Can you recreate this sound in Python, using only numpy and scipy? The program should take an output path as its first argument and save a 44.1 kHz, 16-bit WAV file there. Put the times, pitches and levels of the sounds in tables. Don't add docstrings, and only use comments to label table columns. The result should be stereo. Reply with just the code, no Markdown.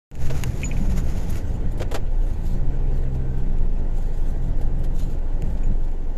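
import sys
import numpy as np
from scipy import signal
from scipy.fft import rfft, irfft, next_fast_len
from scipy.io import wavfile
from scipy.ndimage import uniform_filter1d, map_coordinates

SR = 44100
rng = np.random.default_rng(int(sys.argv[2]) if len(sys.argv) > 2 else 0)


def store_wav(level_fs):
    pcm = np.round(np.clip(np.atleast_2d(level_fs), -1, 1) * 32767)
    wavfile.write(sys.argv[1], SR, pcm.T.astype(np.int16))


def invert_db(level):
    return 10 ** (np.asarray(level, dtype=float) / 20)


N = 272405
TIME_S = np.arange(N) / SR
PING_HZ = 6908


def unit(x):
    return x / np.sqrt(np.mean(x ** 2) + 1e-20)


def along(points, hz):
    freq_hz, value = np.transpose(points)
    return np.interp(np.log(hz + 1), np.log(freq_hz + 1), value)


def curves(rows):
    time_s, *columns = np.transpose(rows)
    return [np.interp(TIME_S, time_s, column) for column in columns]


def wobble(rate_hz):
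    at = np.arange(0, N + 16, 16)
    knots = rng.standard_normal(int(N * rate_hz / SR) + 4)
    return np.interp(np.arange(N), at, map_coordinates(knots, [at * rate_hz / SR]))


def during(start_s, end_s, fade_s):
    return np.interp(TIME_S, [start_s - fade_s, start_s, end_s, end_s + fade_s], [0, 1, 1, 0])


def swells(rows, rest_db):
    t = np.arange(0, N + 64, 64) / SR
    bells = sum(invert_db(db) * np.exp(-((t - middle) / half) ** 2) for middle, half, db in rows)
    return np.interp(TIME_S, t, invert_db(rest_db) + bells)


def filtered(x, response):
    m = next_fast_len(x.shape[-1] + 8192)
    longer = np.concatenate([x, x[..., :-4096:-1]], axis=-1)
    return irfft(rfft(longer, m) * response(np.fft.rfftfreq(m, 1 / SR)), m)[..., :x.shape[-1]]


def sides(left_right_db):
    return invert_db(np.array([left_right_db / 2, -left_right_db / 2]))


def tone(hz, drift):
    return np.sqrt(2) * np.sin(2 * np.pi * np.cumsum(hz) / SR + drift * wobble(8))


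# freq_hz [Hz], correlation [0 to 1]
PORT_LIKENESS = [(30, 0.9), (130, 0.99), (300, 0.78), (700, 0.5), (2000, 0.2), (8000, 0.033)]
# freq_hz [Hz], left_right_db [dB]
NOISE_BALANCE = [(60, -1.5), (180, -0.5), (550, -0.5), (1640, 1), (4950, -1.5), (14900, 0.5)]


def rush(spectrum, patchy_db):
    z = signal.stft(rng.standard_normal((2, N)), nperseg=512)[2]
    across_hz = uniform_filter1d(rng.standard_normal(z.shape[1:]), size=5, axis=0)
    patches = unit(uniform_filter1d(across_hz, size=8, axis=1))
    pair = signal.istft(z * invert_db(patchy_db * patches), nperseg=512)[1][:, :N]

    def mid_side(hz):
        turn = np.arccos(np.clip(along(PORT_LIKENESS, hz), 0, 1)) / 2
        return invert_db(along(spectrum, hz)) * [np.cos(turn), np.sin(turn)]

    mid, side = filtered(pair, mid_side)
    return unit(filtered(np.array([mid + side, mid - side]), lambda hz: sides(along(NOISE_BALANCE, hz))))


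# time_s [s], firing_hz [Hz], boom_db [dB]
IDLE_NOTE = [(0.15, 21.9, -28.5), (0.6, 21.82, -24), (0.88, 22.74, -21), (1.3, 24.99, -29.5),
             (1.73, 26.05, -21), (2.0, 26.78, -25.5), (2.2, 26.94, -15.5), (2.35, 25.66, -29.5),
             (2.48, 24.78, -21), (2.77, 24.58, -17.5), (3.02, 23.99, -18), (3.29, 24.1, -23.5),
             (3.5, 23.95, -17), (4.0, 23.8, -19.5), (4.6, 24.04, -20), (5.08, 23.89, -19.5),
             (5.2, 23.88, -19.5), (5.42, 22.88, -20), (5.55, 23.17, -18.5), (6.18, 22.36, -21)]
# multiple [of the firing rate], level_db [dB]
IDLE_HARMONICS = [(1, 1), (2, -22.5), (3, -20.5)]


def idle():
    firing_hz, boom_db = curves(IDLE_NOTE)
    out = np.zeros(N)
    for multiple, level_db in IDLE_HARMONICS:
        out += invert_db(boom_db + level_db + 1.3 * wobble(9)) * tone(multiple * firing_hz, drift=0.3)
    return out


# time_s [s], firing_hz [Hz], effort_db [dB]
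PULLS = [
    [(0.15, 65.32, -38), (0.43, 65, -29.5), (0.56, 66.85, -38.5), (0.7, 64.57, -31.5), (1.02, 60.9, -29.5),
     (1.13, 61.2, -45), (1.25, 62.1, -31)],
    [(2.3, 52.4, -38), (2.49, 57.8, -31), (2.65, 65.5, -31.5), (2.75, 66, -31), (3.0, 65.8, -29),
     (3.4, 64.4, -29), (3.6, 61.98, -33), (3.9, 54.6, -35), (4.19, 48.22, -48), (4.41, 43.93, -33),
     (4.6, 40.8, -34.5), (4.96, 45.39, -32.5), (5.09, 43.17, -31.5), (5.22, 38.7, -43), (5.35, 37.3, -51)],
]
# multiple [of the firing rate], level_db [dB]
LOW_EXHAUST = [(1, -1), (2, 0), (3, -2), (4, -4)]
# multiple [of the firing rate], level_db [dB]
HIGH_EXHAUST = [(6, -20), (7, -20)]
# freq_hz [Hz], gain_db [dB]
CAB_RESONANCE = [(40, 2), (65, -2.5), (90, -10), (112, -6.5), (130, 0.5), (155, -6), (183, -1),
                 (198, -13.5), (230, -9), (270, -18)]


def revs():
    firing_hz, effort_db = curves(list(PULLS[0]) + list(PULLS[1]))
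    stones = during(PULLS[0][0][0], PULLS[0][-1][0], fade_s=0.065)
    water = during(PULLS[1][0][0], PULLS[1][-1][0], fade_s=0.025)
    low, high = np.zeros(N), np.zeros(N)
    for multiple, order_db in LOW_EXHAUST:
        hz = multiple * firing_hz
        level_db = effort_db + order_db + along(CAB_RESONANCE, hz)
        shake_db = 1.4 * wobble(6.2) + 5 * stones * wobble(27.62)
        low += invert_db(level_db + shake_db) * tone(hz, drift=.15 + 1.6 * stones)
    for multiple, order_db in HIGH_EXHAUST:
        high += invert_db(effort_db + order_db + 2.7 * wobble(9)) * tone(multiple * firing_hz, drift=0.72)
    firings = np.cumsum(firing_hz) / SR
    return (stones + water) * low + water * high, firings


# middle_s [s], level_db [dB]
WHEEL_HOPS = [(0.269, -14), (0.75, -48), (1.09, -24), (1.31, -22.5), (1.69, -31), (2.01, -20),
              (2.65, -20.5), (3.44, -21.5), (3.67, -23), (4.23, -28), (4.63, -19.5), (4.98, -26),
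              (5.42, -33), (5.92, -53)]


def wheel_hops():
    rows = [(middle_s, 0.09, level_db) for middle_s, level_db in WHEEL_HOPS]
    return swells(rows, rest_db=-30.5) * tone(11 + 0.59 * wobble(3.86), drift=0.65)


# [dB per Hz, relative]
RUMBLE_SPECTRUM = [(16, -5), (28, -3), (48, -5.5), (70, -5.5), (120, -10.5), (157, -15.5), (194, -16),
                   (231, -25.5), (280, -22.5), (360, -50.5), (620, -120)]


def rumble(ground_db, jolt):
    return invert_db(ground_db + 3.5) * unit(invert_db(0.83 * jolt) * rush(RUMBLE_SPECTRUM, patchy_db=1.0))


# [dB per Hz, relative]
DRONE_SPECTRUM = [(120, -47), (200, -14), (250, -8.5), (310, -8), (400, -10.5), (520, -11), (650, -15),
                  (850, -15), (950, -19.5), (1100, -24.5), (1400, -28.5), (2500, -90)]


def drone(rough_db, jolt):
    flutter = invert_db(0.3 * jolt + 0.17 * wobble(60))
    return invert_db(-38.5 + 0.31 * rough_db) * unit(flutter * rush(DRONE_SPECTRUM, patchy_db=1.0))


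# [dB per Hz, relative]
CLATTER_SPECTRUM = [(620, -38), (1050, -9), (1230, -19), (1430, -0.5), (1530, 1), (1650, -4), (1920, -1.5),
                    (2100, -8), (2950, -10), (3570, -13.5), (5340, -19.5), (7250, -17.5), (9000, -27.5),
                    (11700, -42), (19800, -120)]


def clatter(rough_db, jolt, firings):
    sinks_db_per_s = 0.33
    level_db = -51 + 0.18 * rough_db - sinks_db_per_s * TIME_S
    beat = invert_db(0.64 * np.cos(np.pi * firings) + 0.5 * jolt)
    return invert_db(level_db) * unit(beat * rush(CLATTER_SPECTRUM, patchy_db=1.5))


def panel_buzz(firings):
    pulse = invert_db(5.7 * np.cos(np.pi * firings))
    return swells([(3.32, 0.16, -53.5)], rest_db=-120) * pulse * tone(np.full(N, 1540), drift=.5)


# time_s [s], rumble_db [dB]
GROUND = [(0.3, -27), (0.74, -25.5), (0.9, -24), (1.28, -26.5), (1.72, -28.5), (2.2, -33), (2.54, -30),
          (3.36, -32.5), (4.1, -32.5), (4.91, -31.5), (5.3, -32.5), (5.44, -26.5), (5.64, -29),
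          (5.85, -36.5), (6.18, -36.5)]


def body(firings):
    ground_db, = curves(GROUND)
    rough_db = ground_db - ground_db.mean()
    jolt = wobble(14)
    shaken = wheel_hops() + rumble(ground_db, jolt) + drone(rough_db, jolt)
    return shaken + clatter(rough_db, jolt, firings) + panel_buzz(firings)


# start_s [s], strength_db [dB], left_right_db [dB]
FITTING_CLINKS = [(0.633, -11, -7.5), (0.7133, -19, -11), (0.7671, -28, -14), (5.633, -32.5, -3)]
# freq_hz [Hz], level_db [dB], t60_s [s]
FITTING_MODES = [(2260, -4, .02), (2460, 0, .022), (2950, -11, .03), (6300, -22, .02)]


def clinks():
    out, t = np.zeros((2, N + SR)), np.arange(SR // 3) / SR
    attack = 1 - np.exp(-t / 0.0007)
    for start_s, strength_db, left_right_db in FITTING_CLINKS:
        for delay_s, blow_db in [(0, -5), (.007, -17)]:
            ring = np.zeros(len(t))
            for hz, level_db, t60_s in FITTING_MODES:
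                ring += invert_db(level_db + rng.normal(0, 1.0) - 60 * t / t60_s) * np.sin(2 * np.pi * hz * t)
            gain = invert_db(strength_db + blow_db) * sides(left_right_db)[:, None]
            out[:, round((start_s + delay_s) * SR):][:, :len(t)] += gain * ring * attack
    return out[:, :N]


# start_s [s], strength_db [dB]
THIN_PINGS = [(0.6418, -26.5), (0.651, -34), (.81, -46.5), (5.634, -48)]


def pings():
    out, t = np.zeros((2, N + SR)), np.arange(SR // 3) / SR
    t60_s = .095
    for start_s, strength_db in THIN_PINGS:
        at = round(start_s * SR)
        ring = invert_db(strength_db - 60 * t / t60_s) * np.sin(2 * np.pi * PING_HZ * (t + at / SR))
        out[:, at:][:, :len(t)] += sides(-15.5)[:, None] * ring * (1 - np.exp(-t / 0.0015))
    return out[:, :N]


def squeak():
    start_s, length_s = 2.125, .185
    arch = np.sin(np.pi * np.clip((TIME_S - start_s) / length_s, 0, 1))
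    hz = 10450 + 1680 * arch
    voice = tone(hz, drift=.2) + invert_db(-2) * tone(hz / 2, drift=.5)
    return invert_db(-68 + 4 * wobble(40)) * np.sqrt(np.abs(arch)) * voice


# start_s [s], strength_db [dB], left_right_db [dB]
CONTACTS = [(0.1144, -19, -6), (.1537, -18.2, -7), (0.4365, -7.5, -8.5), (0.618, -24, -13),
            (1.357, -21, -9), (1.798, -26, 0), (1.944, -20, -8), (3.586, -30, 0), (5.188, -33, 0),
            (5.4221, -20, -1), (5.916, -34, -1)]
# delay_s [s], blow_db [dB]
CONTACT_BLOWS = [(0, 13), (.0004, 9), (.00105, 11), (.0016, 7)]
# freq_hz [Hz], width_hz [Hz], level_db [dB]
TRIM_MODES = [(650, 500, -6), (1400, 1000, 0), (2900, 1200, 0), (6900, 1300, -4), (11500, 7000, -14)]


def ticks():
    blows = np.zeros((2, N))
    for start_s, strength_db, left_right_db in CONTACTS:
        pattern = CONTACT_BLOWS if strength_db > -18 else CONTACT_BLOWS[:1]
        for k, (delay_s, blow_db) in enumerate(pattern):
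            blow = (-1) ** k * invert_db(strength_db + blow_db) * sides(left_right_db)
            blows[:, round((start_s + delay_s) * SR)] -= blow

    def trim(f):
        modes = enumerate(TRIM_MODES)
        return sum((-1) ** k * invert_db(db) * 1j * f * w / (c * c - f * f + 1j * f * w) for k, (c, w, db) in modes)

    return filtered(blows, trim)


# start_s [s], strength_db [dB], low_db and high_db [dB against the middle part], left_right_db [dB]
SCRAPES = [(0.299, -26.5, -6, -41, -15.5), (0.6544, -30.5, -10, -33, -4), (0.7305, -37, -7, -32, -7.5),
           (1.0854, -46.5, -2, -7, 1), (1.2993, -50.5, 4, 15.5, -11.5), (1.358, -52.5, 3, 6, -16),
           (1.7162, -53.5, -6, 10.5, 7), (1.775, -41, -10.5, -4.5, 10), (1.799, -28.5, 7, -21, 2),
           (1.8152, -19, -12, -22, -2), (1.9118, -23.5, -0.5, -14, -5), (1.942, -16, -4, -18, -2),
           (1.956, -18, -13, -26, -1), (2.2647, -46, 0, -8, 3), (2.299, -39, -8, -12, 0),
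           (2.9694, -42, -12, -13, 1), (3.1458, -41, 10, -19, 7), (3.38, -47.5, -5, -11, 9),
           (4.6104, -36, 0.5, -9, 4.5), (4.7867, -56, 4, 9, 2), (4.8394, -34, -1, -9, 6),
           (4.9956, -37.5, -11, -8, 4.5), (5.499, -42.5, 9, -9, -2), (5.5702, -37, 3, -33, 0),
           (5.8765, -44, 4, -31, -8)]
# [dB per Hz, relative]
LOW_SCRAPE = [(200, -49), (320, 7.5), (520, 8), (900, -6.5), (1400, -46)]
# [dB per Hz, relative]
MIDDLE_SCRAPE = [(600, 5.5), (1100, 3.5), (3200, -2.5), (5500, -9), (7500, -9.5), (9000, -32)]
# [dB per Hz, relative]
HIGH_SCRAPE = [(6500, -14), (8500, -0.5), (11000, 3), (14300, -3), (14600, -93)]


def scuffs():
    out, t = np.zeros((2, N + SR)), np.arange(SR // 8) / SR
    slide_s = 0.013

    def slide(life_s):
        return np.exp(-(t / life_s) ** 1.44) * (1 - np.exp(-t / 0.0016))

    def part(pair, spectrum):
        return unit(filtered(pair, lambda hz: invert_db(along(spectrum, hz))))

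    for start_s, strength_db, low_db, high_db, left_right_db in SCRAPES:
        noise = rng.standard_normal((3, len(t)))
        pair = unit(noise[0] + 7.5 * noise[1:])
        low = invert_db(low_db) * part(pair, LOW_SCRAPE)
        upper = part(pair, MIDDLE_SCRAPE) + invert_db(high_db) * part(pair, HIGH_SCRAPE)
        grains = unit(invert_db(2.5 * np.repeat(noise[0], 70)[:len(t)]))
        puff = low * slide(2.16 * slide_s) + grains * upper * slide(slide_s)
        out[:, round(start_s * SR):][:, :len(t)] += invert_db(strength_db - 5.5) * sides(left_right_db)[:, None] * puff
    return out[:, :N]


def clumps():
    return invert_db(2.3 * wobble(45) + 1.5 * wobble(300))


# middle_s [s], half_length_s [s], level_db [dB]
PART_SHAKES = [(.3, 0.088, -53), (.41, 0.045, -55), (.62, 0.077, -51), (.93, 0.033, -53.5),
               (.99, .025, -42), (1.1, 0.031, -51), (1.2, 0.051, -53), (1.3, 0.0078, -50),
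               (1.37, 0.02, -51.5)]
# [dB per Hz, relative]
PART_SPECTRUM = [(760, -5), (1300, -1.5), (1500, -0.5), (1660, -4.5), (2000, -2.5), (2790, -7),
                 (3000, -8.5), (4710, -11), (5880, -9), (6700, -5), (8530, -19.5), (11000, -12.5),
                 (14400, -19)]


def loose_parts():
    strikes = rng.standard_normal(N) * invert_db(5.5 * wobble(93))
    ring = unit(filtered(strikes, lambda f: 1j * f * 70 / (PING_HZ ** 2 - f * f + 1j * f * 70)))
    parts = unit(clumps() * rush(PART_SPECTRUM, patchy_db=0.5)) + invert_db(-19) * ring
    shaking = during(0.136, 1.41, fade_s=0.025) * swells(PART_SHAKES, rest_db=-47.5)
    return shaking * sides(-9.5)[:, None] * parts


# middle_s [s], half_length_s [s], level_db [dB]
CLOTH_STROKES = [(1.5, 0.098, -55), (1.72, .012, -53), (1.82, 0.012, -62), (1.945, 0.022, -42),
                 (2.28, 0.082, -56.5), (2.48, 0.07, -46), (2.97, 0.063, -58), (3.15, .02, -59),
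                 (3.39, 0.017, -57), (3.6, 0.02016, -75), (3.79, .02, -63.5), (4.0, 0.056, -54),
                 (4.24, 0.12, -54), (4.46, .04, -56.5), (4.62, 0.032, -55), (4.845, 0.011, -46),
                 (5.01, 0.058, -47.5), (5.12, 0.025, -52), (5.52, 0.094, -62), (5.84, 0.029, -58)]
# [dB per Hz, relative]
CLOTH_SPECTRUM = [(1300, 1), (2300, -7.5), (3500, 1), (5300, -6.5), (7200, 1), (8600, -8.5), (13500, -6),
                  (14400, -22)]


def cloth():
    rubbing = during(1.4, N / SR, fade_s=0.028) * swells(CLOTH_STROKES, rest_db=-68.5)
    return rubbing * sides(-1.5)[:, None] * unit(clumps() * rush(CLOTH_SPECTRUM, patchy_db=3.5))


# freq_hz [Hz], t60_s [s]
CAB_DECAY = [(300, 0.1), (2000, 0.035), (10000, 0.017)]


def cab(x):
    hz, t, z = signal.stft(rng.standard_normal((2, SR // 5)), SR, nperseg=256)
    tail = signal.istft(z * invert_db(-60 * t / along(CAB_DECAY, hz)[:, None]), SR, nperseg=256)[1]
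    late = np.pad(x, ((0, 0), (90, 0)))
    return signal.fftconvolve(late, tail / np.linalg.norm(tail[0]), axes=1)[:, :N]


# freq_hz [Hz], share [of the full path difference]
PORT_LATENESS = [(350, 0.31), (1200, 0.91)]


def ports(x):
    full_lag_s = 20 / SR

    def delay(hz):
        lag_s = full_lag_s * np.clip(along(PORT_LATENESS, hz), 0, 1)
        return np.exp(-2j * np.pi * hz * lag_s * np.array([[1], [0]]))

    return filtered(x, delay)


# [dB per Hz, relative]
HISS_SPECTRUM = [(2940, -27), (5000, -11), (6950, 0), (7660, -4), (9460, -9), (10900, 0), (14300, 5)]


def hiss():
    return invert_db(-67.5) * rush(HISS_SPECTRUM, patchy_db=2.5)


def scene():
    note, firings = revs()
    engines = sides(-.45)[:, None] * (idle() + note)
    near = scuffs() + clinks() + pings() + squeak() + ticks()
    rustle = cloth() + loose_parts()
    return ports(engines + body(firings) + rustle + near + invert_db(-10.0) * cab(near)) + hiss()


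def low_pass(x):
    return signal.sosfilt(signal.butter(12, 15530, fs=SR, output="sos"), x)


def record(dry):
    opening_db = np.interp(TIME_S, [.1125, .1135, .16, .22], [-120, -13, -7.0, -1.5])
    closing = np.clip((N - 1 - np.arange(N)) / (.007 * SR), 0, 1)
    mix = filtered(dry * invert_db(opening_db) * closing, lambda hz: np.where(hz < 14300, 1, invert_db(-27)))
    return low_pass(mix)


dry = scene()
out = record(dry)
store_wav(out)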